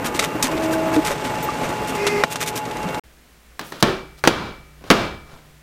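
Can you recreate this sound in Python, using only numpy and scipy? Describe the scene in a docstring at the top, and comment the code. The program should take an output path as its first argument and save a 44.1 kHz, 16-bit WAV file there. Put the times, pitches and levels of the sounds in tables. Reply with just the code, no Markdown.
"""An office printer feeds out pages: rollers rumble, gears whine and stepping motors buzz in turn, while
friction makes the paper swish and impacts make catches click and panels ring. It cuts off abruptly.
Then, in a quiet room with a faint hum, a few light taps and three hard knocks excite the modes of a desk
close to the microphone. The hardest overload it, and the room reverberates after them."""
import sys
import numpy as np
from scipy import signal
from scipy.fft import rfft, irfft, next_fast_len
from scipy.io import wavfile
from scipy.ndimage import uniform_filter1d

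SR = 44100
rng = np.random.default_rng(int(sys.argv[2]) if len(sys.argv) > 2 else 0)


def to_wav(s):
    """Save 16-bit WAV."""
    ch = np.atleast_2d(s).T  # columns
    pcm = np.round(np.clip(ch, -1, 1) * 32767)  # PCM
    wavfile.write(sys.argv[1], SR, pcm.astype(np.int16))


N = 247842
T = np.arange(N) / SR
PRINTER_END_S, ROOM_START_S = 2.996, 3.037
PRINTER_TOP_HZ, CUTOFF_HZ = 15000, 16000


def from_db(db):
    return 10 ** (np.asarray(db) / 20)


def rms_one(x):
    return x / np.sqrt(np.mean(x ** 2) + 1e-20)


def add(out, s, sound):
    start = int(np.clip(round(s * SR), 0, N))
    out[start:start + len(sound)] += sound[:N - start]


def low_pass(x, hz):
    return signal.sosfilt(signal.ellip(10, .2, 80, hz, fs=SR, output="sos"), x)


def at_hz(points, hz, column=1):
    """Interpolation of a spectrum on a log-frequency axis."""
    points = np.array(points)
    return np.interp(np.log(hz + 1e-9), np.log(points[:, 0]), points[:, column])


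def noise(spectrum, size=N, tilt_db=0):
    """Spectral shaping: noise of rms 1, tilted by tilt_db per octave."""
    padded = next_fast_len(size)
    hz = np.maximum(np.fft.rfftfreq(padded, 1 / SR), 10)
    gain = from_db(at_hz(spectrum, hz) + tilt_db * np.log2(hz / 1000))
    return rms_one(irfft(rfft(rng.standard_normal(padded)) * gain, padded)[:size])


def drift(corner_hz):
    """Random fluctuation: low-passed noise of rms 1."""
    hop = 40
    pole = np.exp(-2 * np.pi * corner_hz * hop / SR)
    white = rng.standard_normal(N // hop + 2002)
    slow = signal.lfilter([1], [1, -2 * pole, pole * pole], white)[2000:]
    return np.interp(np.arange(N) / hop, np.arange(len(slow)), rms_one(slow))


def tone(hz, wander):
    """Frequency modulation: a sine of rms 1 whose pitch wanders by a small fraction."""
    return np.sqrt(2) * np.sin(2 * np.pi * np.cumsum(hz * (1 + wander * drift(13.5))) / SR)


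def resonance(x, hz, width_hz):
    """Forced vibration of one damped mode."""
    r = np.exp(-np.pi * width_hz / SR)
    return signal.lfilter([1, 0, -1], [1, -2 * r * np.cos(2 * np.pi * hz / SR), r * r], x)


def fade(t60):
    """Exponential decay, followed down to -90 dB."""
    return np.exp(-np.log(1000) * T[T < 1.5 * t60] / t60)


def ring(hz, t60):
    """Free vibration of one damped mode."""
    decay = fade(t60)
    return decay * np.sin(2 * np.pi * hz * T[:len(decay)])


def burst(spectrum, t60, tilt_db=0):
    """Modal overlap: many close modes struck together merge into a dying noise."""
    decay = fade(t60)
    return decay * noise(spectrum, len(decay), tilt_db)


def swells(rows, spectrum, grain_db):
    """Amplitude modulation: grainy noise that rises quickly and dies away."""
    out = np.zeros(N)
    for s, db, half_s, tilt_db in rows:
        progress = np.linspace(0, 1, int(5 * half_s * SR))
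        swell = np.sin(np.pi * progress ** .75) ** 2
        add(out, s - 2 * half_s, from_db(db) * swell * noise(spectrum, len(swell), tilt_db))
    return out * from_db(grain_db * drift(450))


# still air: (frequency [Hz], relative density [dB])
AIR_SPECTRUM = [(25, -6), (38, -16.5), (58, 5), (85, -15), (150, -11.5), (300, -14.5), (1000, -21.5),
                (1900, -19.5), (2800, -23), (5000, -27.5), (10000, -30.5), (16000, -33)]
# electrical hum: (frequency [Hz], level [dB], onset [s])
HUM_TONES = [(59.2, -54.5, 3.04), (150.7, -54, 3.6)]


def quiet_room(air_db=-51):
    """Ambient noise floor: broadband air beneath two low tones of hum."""
    hum = sum(from_db(db) * tone(hz, wander=0.0045) * (T > s) for hz, db, s in HUM_TONES)
    return from_db(air_db) * noise(AIR_SPECTRUM) + hum


# the room's response: (frequency [Hz], relative density [dB], t60 [s])
ROOM_RESPONSE = [(25, -1.5, 0.76), (40, -10.5, 1), (62, -6, 0.77), (102, -5, 0.61), (191, 2, 0.46),
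                 (386, 1.5, 0.44), (790, -4.5, 0.46), (1350, -4, 0.46), (1970, -11.5, 0.44),
                 (3570, -13, 0.49), (5970, -23, 0.38), (8700, -32.5, 0.45), (15400, -40.5, .38)]


def room_tail(tilt_db, build_s=0.011):
    """Reverberation: reflections build up, then each band decays at its own rate."""
    t, edges = T[:SR], np.geomspace(25, CUTOFF_HZ, 13)
    spectrum, hz = rfft(noise(ROOM_RESPONSE, len(t), tilt_db)), np.fft.rfftfreq(len(t), 1 / SR)
    out = 0
    for low, high in zip(edges, edges[1:]):
        t60 = at_hz(ROOM_RESPONSE, np.sqrt(low * high), column=2)
        band = irfft(spectrum * (hz >= low) * (hz < high), len(t))
        out = out + band * np.exp(-np.log(1000) * np.maximum(t - build_s, 0) / t60)
    return out * (1 - np.exp(-t / 0.0042))


# soft rustles: (time [s], level [dB], half length [s], tilt [dB/octave])
RUSTLES = [(3.68, -45, 0.034, 5), (3.77, -45.5, 0.03, -0.5), (3.806, -37, .006, 0.5),
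           (4.192, -49, .012, 0.5), (4.88, -41.5, .02, -2.5), (5.33, -44.5, 0.051, -3),
           (5.45, -53.5, 0.056, -3.5)]
# their spectrum: (frequency [Hz], relative density [dB])
RUSTLE_SPECTRUM = [(100, -7.5), (400, -4), (1400, -1), (2200, -9), (4000, -6), (8000, -14), (15000, -18.5)]


def rustles():
    """Modulated noise: soft, brief swells of rustling between the knocks."""
    return swells(RUSTLES, RUSTLE_SPECTRUM, grain_db=2.5)


# light taps: (time [s], level [dB], tilt [dB/octave])
LIGHT_TAPS = [(3.5933, -19, 0.5), (3.612, -30, 0.5), (3.722, -21, -2.5), (4.239, -7, -3.5),
              (4.2511, -15, -3)]
# their snap: (frequency [Hz], relative density [dB])
TAP_SPECTRUM = [(25, -35), (150, -18), (300, -12), (600, -2.5), (1000, -1.5), (1700, -1.5), (2600, -10),
                (4500, -6.5), (7000, -18), (15500, -23)]
# their ring: (frequency [Hz], relative level [dB], t60 [s])
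TAP_MODES = [(614, -13.5, .04), (1160, -8, .025), (1694, -3.5, 0.018), (2010, -12, .02)]


def taps(room_db=-14):
    """Light impacts: a snap, heavily damped modes and a little reverberation."""
    out = np.zeros(N)
    for s, db, tilt_db in LIGHT_TAPS:
        add(out, s, from_db(db) * burst(TAP_SPECTRUM, t60=.027, tilt_db=tilt_db))
        for hz, mode_db, t60 in TAP_MODES:
            add(out, s, from_db(db + mode_db) * ring(hz, t60))
        add(out, s, from_db(db + room_db) * room_tail(tilt_db=0.55))
    return out


# blows on the desk: (time [s], level [dB], crack t60 [s], relative desk ring [dB])
BLOWS = [(3.8259, -3, 0.034, -2.5), (3.891, -23, 0.098, 5), (4.2743, 4.5, 0.05, -15), (4.810, -42, .11, -6),
         (4.840, -34, .08, -6), (4.9025, 3.5, .068, -13), (4.9115, -2, .06, -16)]
# the crack of contact: (frequency [Hz], relative density [dB])
CRACK_SPECTRUM = [(40, -16), (130, -13.5), (230, 6), (380, 2.5), (480, 0.5), (630, 0), (850, -5.5),
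                  (1300, -5), (2200, -9), (3500, -10.5), (6000, -19), (10000, -28.5), (15500, -36)]
# the desk and what stands on it: (frequency [Hz], relative level [dB], t60 [s])
DESK_MODES = [(134, -7, 0.14), (203, -11, 0.21), (248, -15, 0.18), (340, -12, 0.37), (380, -11.5, 0.47),
              (450, -18, 0.34), (588, -15, 0.27), (684, -16.5, 0.3), (1110, -18, 0.2), (1784, -17, 0.24)]
# a metal stand on the desk: (frequency [Hz], relative level [dB], t60 [s])
STAND_MODES = [(1236, -38, 0.88), (1375, -39.5, 0.83), (2264, -43, 0.96), (2320, -30.5, 0.75)]


def knocks(tick_db=-8.5, room_db=-11, neutral_t60=0.052):
    """Impact excitation: a tick and a crack set desk, stand and room ringing; longer contact is duller."""
    out = np.zeros(N)
    for s, db, t60, ring_db in BLOWS:
        tilt_db = -3.6 * np.log2(t60 / neutral_t60)
        add(out, s, from_db(db + tick_db) * burst(CRACK_SPECTRUM, t60=0.0088, tilt_db=4.0))
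        add(out, s, from_db(db) * burst(CRACK_SPECTRUM, t60, tilt_db))
        for k, (hz, mode_db, mode_t60) in enumerate(DESK_MODES):
            amplitude = (-1) ** k * from_db(db + ring_db + mode_db + rng.standard_normal())
            add(out, s, amplitude * ring(hz, mode_t60))
        for hz, mode_db, mode_t60 in STAND_MODES:
            add(out, s, from_db(db + mode_db + tilt_db) * ring(hz, mode_t60))
        add(out, s, from_db(db + room_db) * room_tail(0.081 * tilt_db))
    return out


def limiter(x, threshold_db=-9, release_db_per_s=74, attack_s=.016):
    """Limiting: the gain ducks just after a loud blow and creeps back, holding up its tail."""
    level_db = 10 * np.log10(np.maximum(uniform_filter1d(x * x, size=128), 1e-12))
    release_db = release_db_per_s * T
    over_db = np.maximum.accumulate(np.maximum(level_db - threshold_db, 0) + release_db) - release_db
    pole = np.exp(-1 / (attack_s * SR))
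    return x * from_db(-signal.lfilter([1 - pole], [1, -pole], over_db))


def squeaks(turn_s=.323, first_chirp_s=.03, fall_hz_per_s=26000, squeak_s=1.442):
    """Slip: a roller gives a faint falling chirp on every turn and squeaks aloud once."""
    offset_s = (T - first_chirp_s + turn_s / 2) % turn_s - turn_s / 2
    chirp_swell = from_db(-56) * np.exp(-np.square(offset_s / .02) / 2)
    squeak_swell = from_db(-33) * np.exp(-np.square((T - squeak_s) / .009) / 2)
    chirp_hz = 13400 - fall_hz_per_s * offset_s + 200 * drift(200)
    return chirp_swell * tone(chirp_hz, wander=.002) + squeak_swell * tone(hz=14570, wander=.002)


def shudder(s=0.955, db=-11.5, hz=305, length_s=.05):
    """Structural resonance: the frame's main mode swells, with a dull knock, as the feed motor brakes."""
    out, swell = np.zeros(N), signal.windows.tukey(int(length_s * SR), .5)
    add(out, s, from_db(db) * swell * np.sin(2 * np.pi * hz * T[:len(swell)]))
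    add(out, s + .008, from_db(-13.0) * burst(CATCH_SPECTRUM, t60=0.031, tilt_db=-6.5))
    return out


# the sheet striking trays and panels, and at 0.963 s the frame knocking as the feed motor brakes: (time [s],
# level [dB], panel frequency [Hz])
PANEL_BUMPS = [(0.05, -22, 240), (0.15, -21, 330), (0.352, -17, 314), (0.44, -17, 260), (0.487, -19, 1000),
               (0.554, -13, 322), (0.736, -19, 1555), (0.963, -13, 460), (1.108, -16, 568),
               (1.488, -12.5, 1180), (1.650, -20, 623), (2.855, -19.5, 182)]


def bumps(t60_at_1khz=0.067):
    """Frequency-dependent damping: the lower a struck panel's pitch, the longer it rings."""
    out = np.zeros(N)
    for s, db, hz in PANEL_BUMPS:
        add(out, s, from_db(db) * ring(hz, t60_at_1khz * (1000 / hz) ** .6))
    return out


# catches and guide flaps, and at 1.427 s a bright tick of the paper's edge: (time [s], level [dB], t60 [s],
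# tilt [dB/octave])
CATCH_CLICKS = [(0.192, -14, .09, -1.7), (0.426, -13, .08, 1.5), (0.4425, -20, .05, 0),
                (0.514, -29, .09, -3), (0.576, -25, .065, -5), (1.048, -23.5, .065, 0.5),
                (1.427, -28.5, .09, 10), (1.69, -31, .055, 1), (1.95, -29.5, .085, 1),
                (2.067, -13, .09, -2.5), (2.3574, -21, .055, -1.5)]
# their snap: (frequency [Hz], relative density [dB])
CATCH_SPECTRUM = [(25, -47), (200, -9), (600, 0.5), (1500, -0.5), (2600, 0.5), (4200, -1), (6000, -4),
                  (8000, -4.5), (11000, -9), (14800, -16.5)]


def catches(ratchet_from_s=2.653, ratchet_step_s=.0585):
    """Impact transients: catches snap and rattle as they seat; once the sheet is out, a ratchet ticks."""
    snaps = np.zeros(N)
    for s, db, t60, tilt_db in CATCH_CLICKS:
        add(snaps, s, from_db(db) * burst(CATCH_SPECTRUM, t60, tilt_db))
    for s in np.arange(ratchet_from_s, PRINTER_END_S, ratchet_step_s):
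        add(snaps, s, from_db(-29.5) * burst(CATCH_SPECTRUM, t60=.045, tilt_db=-2))
    return snaps * from_db(2 * drift(210))


# swishes of the sheet: (time [s], level [dB], tilt [dB/octave])
PAPER_SWISHES = [(0.063, -24.5, -0.5), (0.161, -29, -1), (0.240, -22, -1.8), (0.460, -24, -2.5),
                 (0.640, -30.5, -2), (0.733, -31, 2), (0.945, -30, -1.5), (1.072, -23.3, -1),
                 (1.112, -25, -2.5), (1.256, -31, -2.5), (1.645, -28, -3.5), (1.892, -33, 1),
                 (2.321, -29.5, 1), (2.421, -23, -0.5), (2.480, -26, 1), (2.573, -27.5, 1.3)]
# their friction: (frequency [Hz], relative density [dB])
PAPER_SPECTRUM = [(400, -14.5), (1000, 2.5), (2500, 2.5), (4200, -3), (6500, -4), (9000, -5), (12000, -8.5),
                  (14800, -10)]


def paper(crackles_per_s=500, crackle_db=-5, half_s=.0125):
    """Stick-slip friction: fibres catch and let go, so each swish crackles."""
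    slips = (rng.random(N) < crackles_per_s / SR) * rng.exponential(1, N)
    flares = rms_one(signal.fftconvolve(slips, fade(.004))[:N])
    crackle = rms_one(1 + from_db(crackle_db) * flares)
    swishes = [(s, db, half_s, tilt_db) for s, db, tilt_db in PAPER_SWISHES]
    return crackle * swells(swishes, PAPER_SPECTRUM, grain_db=2.0)


# plastic catches and guides: (frequency [Hz], bandwidth [Hz], relative level [dB])
PLASTIC_MODES = [(1920, 39, -9), (3680, 150, -2.5), (5900, 350, -3), (6450, 88, -5), (6860, 120, -1),
                 (7660, 200, -7), (8350, 150, -3), (9100, 80, -12)]


def plastic(x, ring_db=-2.5):
    """Resonant filtering: the plastic guides colour whatever touches them."""
    ringing = sum(from_db(db) * np.pi * width / SR * resonance(x, hz, width)
                  for hz, width, db in PLASTIC_MODES)
    return x + from_db(ring_db) * ringing


# the solenoid's ring: (frequency [Hz], relative level [dB], t60 [s])
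SOLENOID_MODES = [(660, -12, 0.044), (1110, -2, 0.011), (1420, 7.5, 0.008), (1840, -1.5, 0.019),
                  (2330, -7.5, 0.031), (3870, -16, 0.014), (5150, -19, 0.021)]


def solenoid(s=2.2371, db=-4):
    """Impulse response: a solenoid stops the exit motor with a clack of short-lived modes."""
    out = np.zeros(N)
    for hz, mode_db, t60 in SOLENOID_MODES:
        add(out, s, from_db(db + mode_db) * ring(hz, t60))
    add(out, s, from_db(db - 9.5) * burst(CATCH_SPECTRUM, t60=0.051, tilt_db=-4.0))
    return out


def running(run, brake_s=0.034):
    """Trapezoidal envelope of a motor's effort, 0 to 1: it spins up, holds and brakes."""
    start_s, stop_s, _, _, spin_up_s = run
    return np.clip(np.minimum((T - start_s) / spin_up_s, (stop_s - T) / brake_s), 0, 1)


def stepper(run, harmonics, jitter, flutter_db, loading_s=.2):
    """Harmonics of the step rate, the overtones growing with load; returns the buzz and its envelope."""
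    start_s, _, step_hz, db, _ = run
    effort, load = running(run), np.clip((T - start_s) / loading_s, 0, 1)
    hz = step_hz * (1 - .025 * (1 - effort))   # slower while spinning up or braking
    phase = 2 * np.pi * np.cumsum(hz * (1 + jitter * drift(42.0))) / SR
    buzz = sum(from_db(level + flutter_db * drift(28)) * np.sin(k * phase) * (load if k > 1 else 1)
               for k, level in harmonics)
    envelope = from_db(db) * effort
    return np.sqrt(2) * envelope * buzz, envelope


# motor runs: (start [s], stop [s], step rate [Hz], level [dB], spin-up [s])
PICKUP_RUN = (0.06, 0.375, 1212, -39.5, .03)
FEED_RUN = (0.48, 1.022, 321.5, -24.6, .045)
EXIT_RUN = (1.92, 2.245, 411, -25.2, .12)
# motor spectra: (harmonic number [-], relative level [dB])
FEED_HARMONICS = [(1, 0), (2, -1.5), (3, -20), (4, -20), (7, -23)]
EXIT_HARMONICS = [(1, 1.5), (2, -12), (3, -14), (4, -15.5), (5, -11), (6, -19)]
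# casing resonances: (frequency [Hz], bandwidth [Hz], relative level [dB])
CASING_MODES = [(2096, 25, -5), (2508, 55, -9), (5000, 1800, -14.5)]


def motors():
    """Forced vibration: the pickup motor sings, the feed motor buzzes, the exit motor shakes the casing."""
    pickup, _ = stepper(PICKUP_RUN, [(1, 0)], jitter=.003, flutter_db=1.0)
    feed, _ = stepper(FEED_RUN, FEED_HARMONICS, jitter=.005, flutter_db=1.5)
    exit_buzz, exit_envelope = stepper(EXIT_RUN, EXIT_HARMONICS, jitter=.009, flutter_db=1.5)
    rattle = sum(from_db(db) * rms_one(resonance(rng.standard_normal(N), hz, width))
                 for hz, width, db in CASING_MODES)
    return pickup + feed + exit_buzz + exit_envelope * rattle


# rollers going slack after the feed and exit motors stop: (time [s], drop in rumble [dB])
ROLLER_SLACK = [(1.1, 2.5), (2.25, 9)]


def slack_db(recovery_db_per_s=13):
    """Relaxation: the rollers' load drops at once, then recovers at an even pace."""
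    return sum(np.maximum(db - recovery_db_per_s * (T - s), 0) * (T > s) for s, db in ROLLER_SLACK)


DRAG_PEAK_S = 1.48   # the sheet drags hardest midway through the guides
# gear and fan tones: (frequency [Hz], level [dB])
GEAR_TONES = [(119, -44.5), (161.5, -43), (266.6, -48), (425.3, -42.5), (705, -60), (974.4, -47.5),
              (1427, -49), (2223, -50), (2756, -46)]


def drive(rise_db_per_s=4, exit_relief_db=4.5):
    """Tonal machine noise follows load: it grows as the sheet is drawn in; the exit motor relieves it."""
    draw_db = -rise_db_per_s * np.maximum(DRAG_PEAK_S - T, 0)
    load_db = draw_db - exit_relief_db * running(EXIT_RUN) - .8 * slack_db()
    whine = from_db(-30 + load_db + 2.6 * drift(24)) * tone(hz=853.6, wander=0.0033)
    gears = sum(from_db(db + 3.3 * drift(8.9)) * tone(hz, wander=0.00177) for hz, db in GEAR_TONES)
    return whine + gears * from_db(0.6 * (load_db - load_db.mean()))


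# rollers, and the sheet on the guides: (frequency [Hz], relative density [dB])
ROLLER_SPECTRUM = [(25, -25), (38, -28), (52, -4.5), (85, -14.5), (120, -7), (165, -3.5), (205, -5.5),
                   (265, -1.5), (400, -4), (520, -3.5), (750, -6.5), (1200, -9.5), (1700, -14.5),
                   (2700, -19.5), (3600, -35.5)]
GUIDE_SPECTRUM = [(900, -9), (2000, 3.5), (2900, 3.5), (3500, 2), (4500, -2), (6000, -3.5), (8200, -5),
                  (10500, -16), (14800, -29)]


def transport(feed_push_db=1.7, drag_fall_db_per_s=4.2):
    """Rolling and sliding contact: rollers rumble unevenly while the sheet scrapes over the guides."""
    rumble_db = -26.7 + feed_push_db * running(FEED_RUN) - slack_db()
    friction_db = -36.8 - drag_fall_db_per_s * np.abs(T - DRAG_PEAK_S) - .3 * slack_db()
    rumble = from_db(rumble_db + 1.4 * drift(40)) * noise(ROLLER_SPECTRUM)
    friction = from_db(friction_db + 2.0 * drift(140)) * noise(GUIDE_SPECTRUM)
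    return rumble + friction


def scene():
    """Superposition: the printer's sources until it cuts off, then those of the room and desk."""
    machinery = transport() + drive() + squeaks() + motors() + shudder()
    contacts = from_db(0.5) * plastic(catches() + paper()) + bumps() + solenoid()
    printer = low_pass(machinery + contacts, PRINTER_TOP_HZ)
    room = limiter(quiet_room() + taps() + knocks() + rustles())
    return (printer * (T < PRINTER_END_S) + room * (T > ROOM_START_S))[None]


def record(dry):
    """Overload: the hardest blows clip flat, and a low-pass filter cuts the highest treble."""
    return low_pass(np.clip(dry, -1, 1), CUTOFF_HZ)


dry = scene()
out = record(dry)
to_wav(out)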